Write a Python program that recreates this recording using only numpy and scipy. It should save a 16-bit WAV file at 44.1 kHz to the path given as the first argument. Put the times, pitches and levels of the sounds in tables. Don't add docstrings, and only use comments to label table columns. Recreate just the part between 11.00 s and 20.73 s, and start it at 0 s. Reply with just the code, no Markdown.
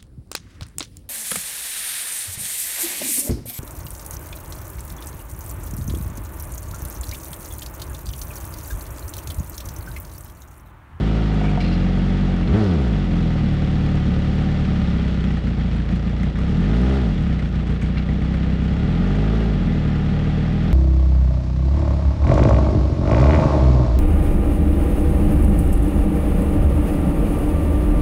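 import sys
import numpy as np
from scipy import signal
from scipy.fft import rfft, irfft
from scipy.io import wavfile
from scipy.ndimage import uniform_filter1d

SR = 44100
rng = np.random.default_rng(int(sys.argv[2]) if len(sys.argv) > 2 else 0)


def int16_out(signal):
    q = np.round(np.clip(np.atleast_2d(signal).T, -1, 1) * 32767)
    wavfile.write(sys.argv[1], SR, q.astype(np.int16))


N = 429093
TIME = np.arange(N) / SR

# [t/s, firing rate f/Hz]
IDLE = [(0.22, 53.85), (0.29, 52.08), (0.5, 49.92), (0.66, 43.36), (0.9, 46.39), (1.2, 47), (1.41, 43.74),
        (2.15, 40.6), (2.29, 39.33), (2.6, 36.5), (2.9, 37.53), (3.18, 35.72), (3.34, 36.95), (3.69, 37.08),
        (4.04, 32.63), (4.3, 30.26), (4.7, 28.51), (5.3, 28.84), (6.9, 30.15), (7.25, 31.99), (7.6, 31.93),
        (8.8, 37.93), (9.55, 38.65), (9.72, 42.9)]
# [t/s, rise/s, top firing rate f/Hz, fall/s, force 0-1]
TWISTS = [(1.435, 0.145, 110.5, .222, 0.9), (5.3, .672, 67, .16, 0.46), (7.581, .872, 56.1, .149, 0.17)]
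# [t/s, depth/dB]
STUMBLES = [(.595, -3), (1.375, -3.5), (2.075, -3.5), (4.415, -7.5), (4.555, -6), (4.706, -3), (4.858, -8),
            (5.015, -6.5), (5.095, -3.5), (5.172, -5), (5.329, -12), (5.461, -1), (6.15, -3), (6.42, -2.5),
            (6.501, -8), (6.648, -6.5), (6.789, -7.5), (6.93, -4.5), (7.05, -5), (7.206, -3.5),
            (7.568, -3.5)]
# [relative strength/dB, lateness/firing periods, header pipe f/Hz]
CYLINDERS = [(7, 0.0046, 135.4), (4, -0.0058, 219.3), (5, 0.014, 180.6), (3.5, -0.0031, 198)]
CRUISE_HZ, SLACK_BELOW_HZ = 39.5, 33.7
SLOW_FLOW_HZ, FAST_FLOW_HZ = 44.4, 58
# [cruise level/dB, speed/(dB per octave), full throttle/dB, overrun/dB, lugging/dB]
BOOM_LAW = (-17.5, 0.5, 7.5, 0.5, -0.4)
RASP_LAW = (-33.5, 6, 1.5, -2.5, -2.5)
CLATTER_LAW = (-41, 1, 4, -2, -2)
INTAKE_LAW = (-65.5, 10.5, -19, 7, 3)

# [f/Hz, level/dB]
PIPE = [(18, -34), (30, -6.5), (44, 5), (60, 7.5), (76, 3), (96, -1.5), (118, 2.5), (134, -4.5), (152, 5.5),
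        (188, -3), (245, -13.5), (300, -3.5), (355, -34), (650, -41.5)]
# [f/Hz, level/dB]
FAST_PIPE = [(25, -26.5), (42, -4.5), (57, 4.5), (68, 1.5), (92, -4), (113, -4.5), (133, -3), (165, -5),
             (183, -4.5), (198, -12.5), (225, -12), (260, -13), (285, -11), (327, -9.5), (358, -21.5),
             (395, -19.5), (450, -33), (650, -48.5)]
# [f/Hz, width/Hz]
CHAMBERS = [(66, 57), (167, 34.2), (278, 43)]
# [f/Hz, level/dB]
MANIFOLD = [(70, -7), (120, 1.5), (240, 2), (340, -9)]
# [f/Hz, level/dB]
GAS = [(120, -1.5), (300, -3), (365, -8), (480, 1.5), (640, -9), (745, -5.5), (870, -11), (1000, -20),
       (1600, -25.5), (5000, -58)]
# [f/Hz, level/dB]
BARK = [(180, -8), (280, 3.5), (330, 3.5), (360, -10.5), (405, 0.5), (470, 2.5), (540, -2.5), (610, -5.5),
        (680, -1.5), (770, -7.5), (880, -6.5), (1000, -16.5), (1350, -10), (2000, -26.5)]
GROWL = [(170, 1), (260, 1), (330, -1), (380, -5.5), (480, -4), (620, -5.5), (800, -15.5), (1000, -21),
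         (1350, -16.5), (2000, -24)]
FULL_LOAD = .42
# [t/s, strength 0-1, delay/s]
PUMP = [(3.0, 0.33, 0.0053), (4.1, 0.6, 0.005), (4.9, 0.36, 0.005166), (5.5, 0.4, 0.005)]

# [f/Hz, level/dB]
CASES = [(500, -12), (1000, -8), (1300, -0.5), (1600, -3), (1950, -1.5), (2300, -3.5), (3300, -5.5),
         (4300, -10.5), (5500, -18.5), (7500, -26), (10500, -39.5), (13000, -58)]
# [f/Hz, width/Hz, level/dB]
COVERS = [(1222, 79, -0.5), (1440, 50, -6), (1770, 49, -5), (1965, 87, -5.5), (2850, 82, -11),
          (3330, 94, -5.5), (5500, 200, -5.5)]
# [f/Hz, level/dB]
TAPPETS = [(3500, -8.5), (6500, 0), (9000, -7.5), (12000, -17.5)]

# [t/s, level/dB, ring f/Hz]
KNOCKS = [(4.305, -41, 1301), (4.369, -40, 1700), (4.47, -39, 1477), (4.579, -46, 1928), (4.685, -45, 1320),
          (4.727, -45, 2584), (4.762, -43, 1623), (4.799, -43, 1320), (4.883, -44, 1481),
          (4.912, -41, 1747), (4.955, -50, 1440), (5.038, -47, 1214), (5.073, -41.5, 1842),
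          (5.112, -57, 1238), (5.198, -46, 2067), (5.231, -37, 1960), (5.268, -48, 1430),
          (5.355, -41, 1600), (5.385, -37, 1284), (5.414, -39.5, 1440), (5.479, -39, 1273),
          (6.305, -45, 1500), (6.392, -40, 1711), (6.422, -38, 1330), (6.557, -46, 2029),
          (6.669, -42, 1263), (6.701, -41, 1200), (6.846, -47, 1622), (6.884, -43, 1569),
          (7.088, -37.5, 1970), (7.217, -40, 2108), (7.246, -41, 1240), (7.341, -39, 1276),
          (7.371, -42, 1992), (7.436, -42, 1169), (7.532, -45, 1180)]
# [f/Hz, level/dB]
CHAIN = [(500, 6.5), (1300, -2), (2100, 1), (3500, -7.5), (5500, -19), (8500, -24), (12000, -48)]
# [t/s, level/dB]
LINKS = [(4.731, -53), (4.763, -51), (4.911, -51), (4.956, -48), (5.232, -47), (5.388, -49), (5.509, -51),
         (6.225, -54), (6.489, -55), (6.67, -54), (6.701, -54), (6.815, -46)]

# [t/s, strike level/dB]
SHIFTS = [(.412, -27), (.443, -28), (.515, -31), (.545, -37), (.575, -23.5)]
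# [f/Hz, level/dB, t60/s]
GEARBOX = [(720, -0.5, 0.16), (681, -8, 0.11), (896, -1.5, 0.043), (1290, -20, .06)]
# [t/s, level/dB, centre of brightness f/Hz, decay/s, scrape against ring 0-1]
CLINKS = [(0.401, -44, 3080, 0.031, .8), (.432, -55, 6700, 0.025, .5), (.436, -37.5, 2100, 0.12, 1),
          (.495, -60, 7900, 0.02, .1), (.603, -34, 2270, 0.04, 0.2), (.604, -39.5, 4370, 0.052, 0.5),
          (.645, -41, 3860, 0.086, 1), (.713, -43, 2856, 0.045, .5), (0.714, -44.5, 4430, 0.04, 0.7),
          (1.32, -45, 2099, 0.094, 0.94), (1.409, -42, 2800, 0.062, 1), (1.468, -41, 3670, 0.022, 1),
          (6.816, -55, 7406, 0.025, 0.72), (6.817, -38, 2078, 0.015, .8), (6.968, -35.5, 2370, 0.022, 1),
          (6.973, -41, 3997, 0.016, 1)]
# [f/Hz, level/dB, t60/s]
FITTINGS = [(2230, 6, 0.032), (2296, 13, 0.032), (2780, 12.5, 0.034), (3460, -20, .02), (4130, -4, 0.017),
            (4760, -9, 0.027), (5230, -13, 0.012), (6700, -7, .02), (7250, -11, .02), (7860, -15, 0.027)]
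# [f/Hz, level/dB]
INTAKE = [(1500, -10.5), (2600, -2), (4300, 2.5), (5600, -6), (7500, -19), (11000, -32.5)]
# [f/Hz, level/dB]
AIR = [(15, -11.5), (60, -6), (200, -3.5), (400, -10), (2000, -34), (8000, -60.5)]


def undb(db):
    return 10 ** (np.asarray(db) / 20)


def curves(table):
    s, *columns = np.transpose(table)
    return [np.interp(TIME, s, c) for c in columns]


def unit(x):
    return x / np.sqrt(np.mean(x ** 2) + 1e-18)


def smooth(x, seconds):
    size = int(seconds * SR)
    return uniform_filter1d(uniform_filter1d(x, size), size)


def running_rms(x, seconds):
    return np.sqrt(np.abs(smooth(x ** 2, seconds)) + 1e-18)


def body(x, points, size=16384):
    hz, db = np.transpose(points)
    log_hz = np.log(np.maximum(np.fft.rfftfreq(size, 1 / SR), 1))
    above = np.maximum(log_hz - np.log(hz[-1]), 0)
    below = np.maximum(np.log(hz[0]) - log_hz, 0)
    log_gain = np.log(undb(np.interp(log_hz, np.log(hz), db)))
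    cepstrum = irfft(log_gain - 2 * (above + below))
    cepstrum[1:size // 2] *= 2
    cepstrum[size // 2 + 1:] = 0
    response = irfft(np.exp(rfft(cepstrum)))[:size // 2]
    return signal.fftconvolve(x, response)[:N]


def resonate(x, hz, width_hz):
    return signal.lfilter(*signal.iirpeak(hz, hz / width_hz, fs=SR), x)


def impulses(times, sizes):
    return np.bincount(np.clip(times * SR, 0, N).astype(int), sizes, N + 1)[:N]


def fade(x, seconds):
    return signal.lfilter([1], [1, -np.exp(-1 / (seconds * SR))], x)


def ring(modes, t):
    return sum(undb(db) * np.sin(2 * np.pi * hz * t) * np.exp(-np.log(1000) * t / t60)
               for hz, db, t60 in modes)


def revs(fall_shape=1.4, opening_shape=2.9, shut_s=0.04):
    idle = curves(IDLE)[0] * hunting()
    hz, throttle, overrun = idle, 0, 0
    for s, rise_s, top_hz, fall_s, force in TWISTS:
        rising = np.clip((TIME - s) / rise_s, 0, 1)
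        since_top = np.maximum(TIME - s - rise_s, 0)
        coasting = np.exp(-(since_top / fall_s) ** fall_shape)
        hz = hz + (top_hz - idle) * np.sin(np.pi / 2 * rising) ** 2 * coasting
        throttle = throttle + force * np.sin(np.pi * rising ** opening_shape)
        overrun = overrun + coasting * (1 - np.exp(-since_top / shut_s))
    return hz, throttle, overrun


def hunting(share=.008, wander_s=0.1643):
    return 1 + share * unit(smooth(rng.standard_normal(N), wander_s))


def falter(width_s=0.023):
    return sum(db * np.exp(-((TIME - s) / width_s) ** 2) for s, db in STUMBLES)


def lugging(memory_s=0.63, full_db=-1.23):
    return np.clip(smooth(falter(), memory_s) / full_db, 0, 1)


def effort(law, hz, throttle, overrun):
    cruise_db, octave_db, throttle_db, overrun_db, lug_db = law
    speed_db = octave_db * np.log2(hz / CRUISE_HZ)
    return cruise_db + speed_db + throttle_db * throttle + overrun_db * overrun + lug_db * lugging()


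def exhaust(hz, throttle, boom_db, gas_db, bark_hz=48, puff_s=0.054, leak=1.0, gas_loss=0.38):
    times, strength = firings(hz, throttle)
    pulses = impulses(times, strength)
    boom = silencer(pulses, headers(times, strength), hz)
    bark = scatter(body(pulses, BARK))
    rasp = body((fade(pulses, puff_s) + leak) * rng.standard_normal(N), GAS)
    bark_share = np.clip(0.58 * (hz / bark_hz) ** 2, 0, .85)
    gas = np.sqrt(bark_share) * bark / running_rms(bark, 0.14)
    gas = gas + np.sqrt(1 - bark_share) * rasp / running_rms(rasp, 0.12)
    return boom * undb(boom_db) + gas * undb(gas_db + gas_loss * falter())


def firings(hz, throttle, idle_hz=37, load_roughness=0.41, size=1024):
    lost_db = falter()
    slowing = .015 * (lost_db - uniform_filter1d(lost_db, SR // 4))
    phase = np.cumsum(hz * (1 + slowing)) / SR
    k = np.arange(int(phase[-1]))
    jitter, scatter_db = (rng.standard_normal((size, 2))[k] * [.01, .75]).T
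    cylinder_db, late, _ = np.array(CYLINDERS)[k % len(CYLINDERS)].T
    roughness = np.clip(idle_hz / hz, .8, 1) ** 1.3 + load_roughness * throttle
    uneven = np.interp(k, phase, roughness)
    times = np.interp(k + uneven * (late + jitter), phase, TIME)
    return times, undb(uneven * (cylinder_db + scatter_db))


def deep_bass(x):
    return signal.sosfiltfilt(signal.butter(2, 100, fs=SR, output="sos"), x)


def silencer(pulses, burble, hz, burble_db=-11.0, fast_burble_db=-3, thinning=0.72, bass_loss=0.52):
    flow = np.clip((hz - SLOW_FLOW_HZ) / (FAST_FLOW_HZ - SLOW_FLOW_HZ), 0, 1)
    slow, fast = body(pulses, PIPE), body(pulses, FAST_PIPE)
    slow = slow - thinning * np.clip(np.log2(hz / 39), -1, .4) * deep_bass(slow)
    boom = disperse((1 - flow) * slow / running_rms(slow, 0.33) + flow * fast / running_rms(fast, 0.13))
    burble_gain = undb(burble_db + fast_burble_db * flow)
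    boom = boom / running_rms(boom, .08) + burble_gain * burble / running_rms(burble, 0.2)
    bass, lost_db = deep_bass(boom), falter()
    return bass * undb(bass_loss * lost_db) + (boom - bass) * undb(lost_db)


def headers(times, strength, width_hz=24, scatter_db=4, size=1024):
    blow = strength * undb(scatter_db * rng.standard_normal(size)[:len(times)])
    count, burble = len(CYLINDERS), 0
    for k, (_, _, hz) in enumerate(CYLINDERS):
        blows = impulses(times[k::count], blow[k::count])
        burble = burble + resonate(body(blows, MANIFOLD), hz, width_hz)
    return burble


def disperse(x):
    for hz, width in CHAMBERS:
        radius = np.exp(-np.pi * width / SR)
        poles = [1, -2 * radius * np.cos(2 * np.pi * hz / SR), radius ** 2]
        x = signal.lfilter(poles[::-1], poles, x)
    return x


def scatter(x, seconds=0.012):
    t = TIME[:SR // 4]
    echoes = rfft(rng.standard_normal(len(t)) * np.exp(-t / seconds))
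    return signal.fftconvolve(x, irfft(echoes / np.abs(echoes))[:len(t) // 2])[:N]


def growl(hz, throttle, growl_db=-33, lag_s=.09, puff_s=0.0081):
    since_firing = (np.cumsum(hz) / SR % 1) / hz
    load = np.minimum(np.interp(TIME - lag_s, TIME, throttle) / FULL_LOAD, 1)
    puffs = np.exp(-since_firing / puff_s) * rng.standard_normal(N)
    return undb(growl_db) * load * unit(body(puffs, GROWL))


def pump_echo(x, lowest_hz=150):
    strength, delay_s = curves(PUMP)
    thrown = signal.sosfiltfilt(signal.butter(3, lowest_hz, "high", fs=SR, output="sos"), x)
    echo = strength * np.interp(TIME - delay_s, TIME, thrown)
    return (x + echo) / np.sqrt(1 + 1.1 * strength ** 2)


def clatter(hz, clatter_db, tick_s=0.0064, tick_scatter_db=3.0, whirr=1.0, size=4096, count=4):
    phase = count * np.cumsum(hz) / SR
    k = np.arange(int(phase[-1]))
    late, strength = rng.standard_normal((size, 2))[k].T
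    times = np.interp(k + 0.15 * late, phase, TIME)
    ticks = impulses(times, undb(tick_scatter_db * strength - 6.3 * (k % count > 0)))
    drive = (whirr * (hz / 38) ** 2 + fade(ticks, tick_s)) * rng.standard_normal(N)
    cases = body(drive / running_rms(drive, 0.089), CASES)
    cases = cases + sum(undb(db) * resonate(cases, f, width) for f, width, db in COVERS)
    return unit(cases) * undb(clatter_db)


def tappets(hz, clatter_db, below_db=-25.5, tick_s=0.0028, scatter_db=5, count=2, size=2048):
    phase = count * np.cumsum(hz) / SR
    k = np.arange(int(phase[-1]))
    late, strength = rng.standard_normal((size, 2))[k].T
    times = np.interp(k + .1 * late, phase, TIME)
    ticks = impulses(times, undb(scatter_db * np.clip(strength, -2, 1.6)))
    bright = body(fade(ticks, tick_s) * rng.standard_normal(N), TAPPETS)
    return unit(bright) * undb(clatter_db + below_db)


def canopy(x, leaves_s=6.6, leaving_s=1.2, from_hz=3000, under_db=0.0, open_db=-2):
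    treble = signal.sosfiltfilt(signal.butter(2, from_hz, "high", fs=SR, output="sos"), x)
    outside = np.clip((TIME - leaves_s) / leaving_s + .5, 0, 1)
    treble_db = under_db + (open_db - under_db) * outside
    return x + (undb(treble_db) - 1) * treble


def chain(hz, knock_s=0.01, width_hz=380, ringing=2.3, ticks_per_s=12, tick_db=-48, tick_s=0.007, size=256):
    t = TIME[:SR // 8]
    tick_times = np.cumsum(rng.exponential(size=size)) / ticks_per_s
    ticks = impulses(tick_times, np.full(size, undb(tick_db))) * (hz < SLACK_BELOW_HZ)
    grit = unit(body(rng.standard_normal(N), CHAIN))
    out = fade(ticks, tick_s) * grit
    for s, db, ring_hz in KNOCKS:
        span = slice(int(s * SR), int(s * SR) + len(t))
        slap = grit[span] * (1 - np.exp(-t / 0.0011)) * np.exp(-t / knock_s)
        slap = slap + ringing * resonate(slap, ring_hz, width_hz)
        out[span] += undb(db) * slap / np.sqrt(np.mean(slap[:SR // 80] ** 2))
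    return out


def links(click_s=0.0012, rattle_s=.015, rattle_db=-12):
    s, db = np.transpose(LINKS)
    hits = impulses(s, undb(db))
    envelope = fade(hits, click_s) + undb(rattle_db) * fade(hits, rattle_s)
    return envelope * unit(body(rng.standard_normal(N), TAPPETS))


def gear_shift():
    s, db = np.transpose(SHIFTS)
    return signal.fftconvolve(impulses(s, undb(db)), ring(GEARBOX, TIME[:SR // 2]))[:N]


def clinks(spread_octaves=0.3, contacts_per_s=420):
    out, t = np.zeros(N), TIME[:SR // 2]
    for s, db, centre_hz, decay_s, scrape in CLINKS:
        modes = [(hz, mode_db - 6 * (np.log2(hz / centre_hz) / spread_octaves) ** 2, t60)
                 for hz, mode_db, t60 in FITTINGS]
        contacts = (rng.random(len(t)) < contacts_per_s / SR) | (t == 0)
        roughness = 0.23 + fade(1. * contacts, 0.0025)
        chatter = rng.standard_normal(len(t)) * roughness * np.exp(-t / decay_s)
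        rung = signal.fftconvolve(chatter, ring(modes, t))[:len(t)]
        scrape_band = signal.butter(4, [0.43 * centre_hz, 1.17 * centre_hz], "band", fs=SR)
        scraped = signal.lfilter(*scrape_band, chatter)
        clink = unit(rung) + scrape * unit(scraped)
        start = int(s * SR)
        out[start:start + len(t)] += undb(db) * clink / running_rms(clink, 0.013).max()
    return out


def intake_hiss(intake_db):
    return undb(intake_db) * unit(body(rng.standard_normal(N), INTAKE))


def open_air(air_db=-35):
    return undb(air_db) * unit(body(rng.standard_normal(N), AIR))


def scene(pump_clatter_db=4.0, gas_lag_s=0.025, unloading=0.44):
    hz, throttle, overrun = revs()
    boom_db, clatter_db, intake_db = (effort(law, hz, throttle, overrun)
                                      for law in (BOOM_LAW, CLATTER_LAW, INTAKE_LAW))
    late_throttle, late_overrun = (np.interp(TIME - gas_lag_s, TIME, x) for x in (throttle, overrun))
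    gas_db = effort(RASP_LAW, hz, late_throttle, late_overrun)
    near_pump, _ = curves(PUMP)
    pipe = pump_echo(exhaust(hz, throttle, boom_db, gas_db) + growl(hz, throttle))
    gears_db = clatter_db + unloading * falter() + pump_clatter_db * near_pump
    works = canopy(clatter(hz, gears_db) + tappets(hz, clatter_db))
    drive = chain(hz) + links() + gear_shift()
    return (pipe + works + drive + clinks() + intake_hiss(intake_db) + open_air())[None]


def record(dry, ceiling=1.0, threshold_db=-16, squeeze=0.51, window_s=0.043, top_hz=11800):
    gain = np.minimum(undb(threshold_db) / running_rms(dry[0], window_s), 1) ** squeeze
    rounded = ceiling * np.tanh(gain * dry / ceiling)
    return signal.sosfilt(signal.ellip(8, .2, 70, top_hz, fs=SR, output="sos"), rounded)


dry = scene()
out = record(dry)
int16_out(out)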